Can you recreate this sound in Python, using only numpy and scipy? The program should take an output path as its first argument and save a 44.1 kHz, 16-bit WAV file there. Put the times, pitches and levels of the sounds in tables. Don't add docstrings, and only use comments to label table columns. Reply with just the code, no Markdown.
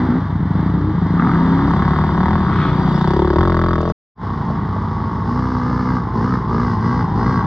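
import sys
import numpy as np
from scipy import signal
from scipy.io import wavfile
from scipy.ndimage import uniform_filter1d

SR = 44100
rng = np.random.default_rng(int(sys.argv[2]) if len(sys.argv) > 2 else 0)


def wav_record(signal):
    frames = np.transpose(np.atleast_2d(signal))
    bounded = np.clip(frames, -1, 1)
    quanta = np.round(bounded * 32767).astype(np.int16)
    wavfile.write(sys.argv[1], SR, quanta)


N = 328986
TIME = np.arange(N) / SR
RESUME_S = 4.15
THROTTLE_OPENS_S, THROTTLE_SHUTS_S = 0.027, .042


def passing_bike():
    # time_s, firings_per_s
    speed = [(1.15, 30.78), (1.44, 34.12), (1.87, 35.2), (2.04, 39.79), (2.13, 33.6), (2.35, 42.99),
             (2.48, 31.5), (2.86, 30.83), (2.97, 29.22), (3.23, 37.01), (3.33, 34.12), (3.42, 45.8),
             (3.54, 42.18), (3.71, 43.26), (3.78, 39.44), (3.87, 43.24)]
    # time_s, frequency_ratio
    gas_heat = [(1.25, 0.96), (1.8, 1.03), (2.35, 0.96), (2.6, 1.19), (2.85, 0.85), (3.35, 0.98),
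                (3.62, 1.12), (3.9, 1.08)]
    # start_s, length_s, opening (0-1)
    pulls = [(1.195, .27, 0.07), (1.623, 0.43, 0.77), (2.154, 0.21, 1), (2.989, 0.42, 0.6),
             (3.353, 0.4, 0.93)]
    mix = {"boom": (-26, 5, -2, 4, 3), "intake": (-19.5, 2.5, 5.5, -4.5, -4),
           "bark": (-30, -0.5, -3, 15.5, 7), "crack": (-29, 7, 1.8, -0.5, -0.5),
           "hiss": (-52.5, 3.5, 9.5, 1.5, 3), "echo": (2, -16, -1, -6.5, -9.5),
           "mouth": (-12.5, -9.5, 11.5, -6.5, 19.5)}
    # frequency_hz, width_hz, level_db
    boom_modes = [(43.7,16,-5.5),(76,13,2),(124.8,14,-13.5)]
    intake_modes = [(172,48,0)]
    mouth_modes = [(435,55,4.5),(590,85,-0.5)]
    crack_modes = [(790,130,1),(993,247,18),(1027,86,10.5),(1300,300,-14.5),(1630,130,-8.5),(1950,320,-5.5)]
    hiss_modes = [(3530,530,8),(4580,260,4),(5130,190,-13.5),(6650,1600,-15.5)]
    intake_tuned_rate = 35.3
    intake_follows = 0.37

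    rate, = in_time(speed)
    heat, = in_time(gas_heat)
    throttle = sum(opening * swell(start, length, THROTTLE_OPENS_S, THROTTLE_SHUTS_S)
                   for start, length, opening in pulls)
    engine_by = going_by(2.983, width_s=0.19)
    silencer_by = going_by(3.215, width_s=0.16)
    mouth_faces = turning(3.32, width_s=0.027)
    causes = np.array([np.ones(N), throttle, engine_by, silencer_by, mouth_faces])
    boom_db, intake_db, bark_db, crack_db, hiss_db, wet_db, mouth_db = np.array(list(mix.values())) @ causes

    clicks = firings(rate, jitter_s=.00008, uneven_db=.6)
    boom = cut(cut(resonate(clicks, boom_modes), 230, "low", order=3), 42, "high", order=4)
    boom = woods(boom, wet_db - 9, t60=.3)

    intake_pulses = returning(delayed(clicks, .0045), share=0.88)
    honk = heated(intake_pulses, intake_modes, (rate / intake_tuned_rate) ** intake_follows)
    intake = cut(cut(honk, 260, "low", order=3), 105, "high", order=3)
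    intake = woods(intake, wet_db - 13, t60=0.16)

    blasts = signal.fftconvolve(returning(clicks, share=0.67), blast())[:N]
    pipe = at_level(blasts, 0) + at_level(resonate(clicks, mouth_modes), mouth_db)
    bark = woods(cut(cut(pipe, 170, "high"), 850, "low", order=3), wet_db - 1.0, t60=0.32)

    burst = clicks + .55 * gas(clicks, puff_s=.0035, steady=.02)
    burst = burst + .75 * cut(delayed(burst, .00525), 1500, "low")
    crack = woods(crack_band(burst, crack_modes, heat, 570, 1995), wet_db - 3.5, t60=0.49)

    rush = gas(delayed(clicks, 0.00092), puff_s=0.0071, steady=0.092)
    hiss = woods(hiss_band(rush, hiss_modes, 5280), wet_db + 5.5, t60=0.061)

    body = at_level(boom, boom_db) + at_level(bark, bark_db)
    body = body + at_level(crack, crack_db) + at_level(intake, intake_db)
    sets_off = turning(1.22, width_s=0.02)
    return sets_off * (TIME < RESUME_S) * np.array([body, at_level(hiss, hiss_db)])


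def blast():
    start_hz, end_hz, sag_s, peak_s = 439, 248, 0.01, 0.0034
    age = TIME[:SR // 20]
    hz = end_hz + (start_hz - end_hz) * np.exp(-age / sag_s)
    envelope = (age / peak_s) ** 2 * np.exp(-2 * age / peak_s)
    ring = envelope * np.sin(2 * np.pi * np.cumsum(hz) / SR)
    return ring / np.linalg.norm(ring)


def returning(x, share):
    return x + share * delayed(x, 0.00539)


def tyre_scrub():
    grit = rng.standard_normal(N) * (rng.random(N) < 3000 / SR)
    scrub = cut(resonate(grit, [(2280, 470, -5.0), (3380, 510, -4.0)]), 3900, "low", order=4)
    return going_by(2.636, width_s=0.087) * at_level(scrub, db=-37.0)


def stones():
    # time_s, level_db (relative)
    flung = [(3.814, -29.5), (3.889, -34.5), (3.899, -31)]
    knocks = sum(from_db(db) * swell(s, .001, .0003, .003) for s, db in flung)
    grit = resonate(rng.standard_normal(N), [(2620, 900, -1), (5300, 1100, 2)])
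    return knocks * cut(grit, 5900, "low", order=4)


def oncoming_bike():
    # time_s, firings_per_s
    speed = [(4.2, 55.8), (4.5, 55.55), (4.62, 51.6), (4.76, 54.3), (5.2, 54.7), (5.28, 58), (5.37, 62.4),
             (5.48, 63.1), (5.65, 61.2), (5.93, 63.6), (6.06, 56), (6.13, 60), (6.19, 54.5), (6.29, 65),
             (6.35, 62), (6.44, 54), (6.52, 58.5), (6.56, 56), (6.64, 61), (6.7, 59.5), (6.78, 51.5),
             (6.85, 58), (6.94, 62), (7.0, 60.5), (7.11, 49.5), (7.22, 58), (7.3, 64), (7.45, 55.6)]
    # start_s, length_s, opening (0-1), gulp_of_air (0-1)
    blips = [(3.998, 0.55, 0.54, 0.12), (4.643, 0.57, 0.48, 0), (5.239, 0.73, 0.87, 0.3),
             (6.122, 0.23, 0.82, 1), (6.476, 0.26, 0.77, 1), (6.784, 0.22, 0.73, 0.27),
             (7.144, 0.22, 0.68, 0.8)]
    mix = {"boom": (-32.5, 6.5, 2, 2.5, -1), "note": (-43, 21.5, 3.5, 1.3, 1),
           "bark": (-38, 6.5, 6.5, 1.6, 0.5), "crack": (-33, 4.5, 1, 1.76, 21),
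           "hiss": (-65.5, 13, 0, 3, 1)}
    # frequency_hz, width_hz, level_db
    boom_modes = [(69.5,25,-1.5),(115,32,2.5),(188,19,-1)]
    note_modes = [(247.7,35,0)]
    bark_modes = [(340.4,45,3),(391,50,4),(438,38,0.5),(665,110,-10.5)]
    crack_modes = [(938,81,-13),(984,40,3),(1145,64,8.5)]
    edge_modes = [(1646,81,-11),(2023,130,-14.5)]
    hiss_modes = [(2980,180,7),(3650,1200,-2.5),(4730,1000,13.5),(5100,120,12.5),(5850,400,-4)]
    pipe_tuned_rate = 61.06
    pipe_follows, heat_follows = 0.68, 0.51
    speed_waver, heat_waver, wavers_per_s = 0.00301, 0.049, 12
    putter_db, putters_per_s = 3, 45
    gulp_s = 0.1

    throttle = sum(opening * swell(start, length, THROTTLE_OPENS_S, THROTTLE_SHUTS_S)
                   for start, length, opening, _ in blips)
    gulps = sum(gulp * swell(start, gulp_s, THROTTLE_OPENS_S, THROTTLE_SHUTS_S)
                for start, _, _, gulp in blips)
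    rate, = in_time(speed)
    rate = rate * (1 + speed_waver * waver(wavers_per_s))
    relative_speed = rate / pipe_tuned_rate
    heat = relative_speed ** heat_follows + heat_waver * waver(wavers_per_s)
    pipe_heat = relative_speed ** pipe_follows
    causes = np.array([np.ones(N), throttle, gulps, TIME - RESUME_S, going_by(7.66, width_s=0.1)])
    boom_db, note_db, bark_db, crack_db, hiss_db = np.array(list(mix.values())) @ causes

    clicks = firings(rate, jitter_s=.00012, uneven_db=1.5)
    burst = clicks + .35 * gas(clicks, puff_s=.005, steady=.25)
    thuds = clicks * from_db(putter_db * waver(putters_per_s))
    boom = cut(cut(heated(thuds, boom_modes, pipe_heat), 230, "low", order=5), 64, "high", order=4)
    boom = woods(boom, -9, t60=.2)
    note = cut(cut(heated(clicks, note_modes, pipe_heat), 200, "high", order=3), 320, "low", order=3)
    bark = cut(cut(heated(burst, bark_modes, pipe_heat), 280, "high", order=3), 490, "low")
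    bark = woods(bark, -9, t60=.18)

    ring = cut(crack_band(burst, crack_modes, heat, 884, 2410), 806, "low", order=3)
    edge = cut(cut(heated(burst, edge_modes, heat), 1600, "high"), 1975, "low", order=12)
    crack = woods(ring + from_db(1.2 * (hiss_db + 47.5)) * edge, -2, t60=.22)
    hiss = hiss_band(gas(clicks, puff_s=0.016, steady=0.59), hiss_modes, 5220)

    body = at_level(boom, boom_db) + at_level(bark, bark_db)
    body = body + at_level(crack, crack_db) + at_level(note, note_db)
    return (TIME > RESUME_S) * np.array([body, at_level(hiss, hiss_db)])


def pops():
    # time_s, onset_level_db (before the low-pass)
    knocks = [(4.503, -19), (4.762, -23), (5.71, -21)]
    out = np.zeros(N)
    for s, db in knocks:
        age = np.maximum(TIME - s, 0)
        out += from_db(db - 60 * age / 0.034) * np.sin(2 * np.pi * 630 * age)
    return cut(out, 1200, "low", order=3)


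def revving_bike():
    # start_s, length_s, first_firings_per_s, last_firings_per_s, boom_db, crack_db,
    # pipe_note_at_end (frequency ratio)
    bursts = [(0, 0.056, 58, 65, -17, -43, 1.09), (0.07, 0.11, 55, 66, -16.5, -41, 1.08),
              (0.752, 0.16, 55.5, 64, -22.5, -48.5, 1.27), (1.168, .02, 30, 30, -20.5, -22.5, 1.05),
              (1.196, .155, 36.5, 51, -22, -25, 1.18), (1.392, .29, 63, 71, -18.5, -34, 1.12),
              (2.43, 0.23, 54, 82, -38, -28, 1.35), (2.655, 0.27, 74, 63, -26, -38.5, 0.92)]
    # frequency_hz, width_hz, level_db
    boom_modes = [(174,20,-17),(253.7,19,2.5),(317,21,-14.5)]
    crack_modes = [(870,330,-5.5),(1154,110,13.5),(1800,360,-24)]
    attack_s, release_s = 0.0037, 0.028
    pipe_follows = 0.98
    silencer_heat = 1.052

    clicks = boom_gain = crack_gain = 1e-5
    pipe_heat = 1
    for start, length, first_rate, last_rate, boom_db, crack_db, note in bursts:
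        rate = np.interp(TIME, [start, start + length], [first_rate, last_rate], left=0)
        throttle = swell(start, length, attack_s, release_s)
        burst_clicks = firings(rate, jitter_s=.00007, uneven_db=.8)
        clicks = np.where(TIME < start - 1 / SR, clicks, burst_clicks)
        pipe_heat = np.where(rate > 0, note * (rate / last_rate) ** pipe_follows, pipe_heat)
        boom_gain = boom_gain + from_db(boom_db) * throttle
        crack_gain = crack_gain + from_db(crack_db) * throttle
    boom = woods(cut(heated(clicks, boom_modes, pipe_heat), 380, "low", order=3), -16, t60=.2)
    burst = clicks + 0.3 * gas(clicks, puff_s=0.003, steady=0.08)
    crack = woods(crack_band(burst, crack_modes, silencer_heat, 630, 2100), -7, t60=0.14)
    return boom_gain * at_level(boom, 0) + crack_gain * at_level(crack, 0)


def waiting_bikes():
    # time_s, firings_per_s
    near_speed = [(0,19.72),(.38,19.89),(.52,19.81),(.59,27.89),(.68,28.06),(.75,23.07),(.81,34.21),(.87,18.27),(.95,24.58),(1.08,23.15),(1.16,34.81),(4,25),(7.4,27.5)]
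    # time_s, near_lope_db, far_thump_db, rasp_db (relative; offset below for rasp and hiss)
    levels = [(0, -26.5, -20.5, -29), (.42, -23.5, -18.5, -36.5), (.6, -16, -19, -31.5),
              (.85, -22.5, -17.5, -34.5), (1.15, -15, -20.5, -31), (1.5, -19.5, -23.5, -28),
              (2.35, -23.5, -23, -31), (2.6, -30.5, -18.5, -29), (3.15, -33, -27.5, -32),
              (3.6, -37, -34.5, -37), (4.45, -29, -21.5, -34.5), (6.0, -31.5, -24, -38),
              (7.4, -23.5, -21, -34.5)]
    # frequency_hz, width_hz, level_db
    lope_modes = [(170.1,34,-5.5),(262,34,-16.5)]
    thump_modes = [(69,38,-0.5),(93,9.5,-5),(133.9,31,-1.5)]
    rasp_modes = [(500,120,2),(750,20,5.5),(997,300,12.5),(1224,95,7.5),(1690,910,-9.5),(2110,150,-10)]
    hiss_modes = [(3460,840,5.5),(4540,270,-6.5)]
    far_rate, far_hunt, far_hunts_per_s = 29.5, .12, 13
    silencer_heat = 0.92

    rate, = in_time(near_speed)
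    lope_db, thump_db, rasp_db = in_time(levels)
    near = firings(rate, jitter_s=.0004, uneven_db=1)
    hunting_rate = far_rate * (1 + far_hunt * waver(far_hunts_per_s))
    far = firings(hunting_rate, jitter_s=.0015, uneven_db=2)
    lope = cut(cut(resonate(near, lope_modes), 340, "low", order=3), 90, "high")
    lope = woods(lope, -10, t60=.3)
    thump = cut(cut(resonate(far, thump_modes), 300, "low", order=3), 54, "high", order=4)
    thump = woods(thump, -1.5, t60=0.44)
    clicks = near + 0.4 * far
    rasp = crack_band(gas(clicks, puff_s=0.023, steady=2.6), rasp_modes, silencer_heat, 250, 2021)
    hiss = hiss_band(gas(clicks, puff_s=0.012, steady=4.2), hiss_modes, 5400)
    body = at_level(lope, lope_db) + at_level(thump, thump_db) + at_level(rasp, rasp_db + 2.5)
    return np.array([body, at_level(hiss, rasp_db - 18.5)])


def firings(rate, jitter_s, uneven_db):
    at = np.flatnonzero(np.diff(np.ceil(np.cumsum(rate) / SR), prepend=0))
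    chance = rng.standard_normal((800, 2))[:len(at)]
    shift = (jitter_s * SR * chance[:, 0]).astype(int)
    clicks = np.zeros(N)
    clicks[np.clip(at + shift, 0, N - 1)] = from_db(uneven_db * chance[:, 1])
    return clicks


def gas(clicks, puff_s, steady):
    r = np.exp(-1 / (puff_s * SR))
    puffs = signal.lfilter([1], [1, -r], clicks + 1e-18)
    noise = rng.standard_normal(N) * (puffs + steady * puffs.mean())
    return noise * np.std(clicks) / np.std(noise)


def resonate(x, modes):
    out = 0
    for hz, width, db in modes:
        r = np.exp(-np.pi * width / SR)
        poles = [1, -2 * r * np.cos(2 * np.pi * hz / SR), r * r]
        out = out + from_db(db) * (1 - r * r) / 2 * signal.lfilter([1, 0, -1], poles, x + 1e-18)
    return out


def heated(x, modes, heat):
    clock = np.cumsum(heat * np.ones(N))
    ticks = np.arange(int(clock[-1]) + 1)
    ringing = resonate(np.interp(ticks, clock, cut(x, 5500, "low")), modes)
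    return np.interp(clock, ticks, ringing)


def crack_band(x, modes, heat, low_hz, high_hz):
    return cut(cut(heated(x, modes, heat), low_hz, "high", order=3), high_hz, "low", order=12)


def hiss_band(x, modes, top_hz):
    sizzle = cut(cut(resonate(x, modes), 2500, "high", order=8), top_hz, "low", order=4)
    air = resonate(x, [(11000, 1500, 0)])
    return sizzle + from_db(-36.5) * air * np.std(sizzle) / np.std(air)


def swell(start, length, attack_s, release_s):
    age = TIME - start
    rise = 1 - np.exp(-np.clip(age, 0, length) / attack_s)
    return rise * np.exp(-np.maximum(age - length, 0) / release_s)


def going_by(s, width_s):
    return 1 / (1 + ((TIME - s) / width_s) ** 2)


def turning(s, width_s):
    return (1 + np.tanh((TIME - s) / width_s)) / 2


def waver(per_s):
    return np.interp(TIME * per_s, np.arange(400), rng.standard_normal(400))


def from_db(db):
    return 10 ** (np.asarray(db) / 20)


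def in_time(rows):
    s, *columns = np.transpose(rows)
    return [np.interp(TIME, s, c) for c in columns]


def cut(x, hz, kind, order=2):
    return signal.sosfilt(signal.butter(order, min(hz, .45 * SR), kind, fs=SR, output="sos"), x)


def at_level(x, db):
    power = uniform_filter1d(uniform_filter1d(x * x, size=3600), size=2800)
    return from_db(db) * x / np.sqrt(np.abs(power) + 1e-5 * np.mean(x * x))


def delayed(x, s):
    return np.interp(TIME - s, TIME, x, left=0)


def woods(x, wet_db, t60):
    t = TIME[:SR]
    sparse = (rng.random(SR) < .03) * (t > .008)
    trunks = rng.standard_normal(SR) * sparse * from_db(-60 * t / t60)
    echoes = signal.fftconvolve(x, trunks / np.linalg.norm(trunks))[:N]
    return x + from_db(wet_db) * echoes


def scene():
    # time_s, left_minus_right_db (low sound), hiss_side_gain (0-1)
    image = [(0,.5,0.3),(2,1.24,0.72),(3.9,1.65,0.57),(4.15,0,0),(6.5,0,0.022),(7.4,0.9,0.49)]
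    body, hiss = passing_bike() + oncoming_bike() + waiting_bikes()
    body = body + revving_bike() + pops() + tyre_scrub()
    hiss = hiss + stones()
    left_db, width = in_time(image)
    lag_s, = in_time([(0, 0), (.6, 0), (1.3, .00004), (3.9, .00004), (4.15, 0)])
    pair = np.array([body * from_db(left_db / 2), delayed(body, lag_s) * from_db(-left_db / 2)])
    quarter_turn = np.imag(signal.hilbert(hiss))
    side = width * woods(quarter_turn, -3, t60=.1)
    return pair + hiss + side * np.array([[1], [-1]])


def record(dry):
    before = np.clip((3.923 - TIME) / .002, 0, 1)
    after = np.clip((TIME - RESUME_S) / .085, 0, 1) ** 2
    rounded = 1.1 * np.tanh(dry / 1.1)
    return cut(rounded * (before + after), 13000, "low", order=12)


dry = scene()
out = record(dry)
wav_record(out)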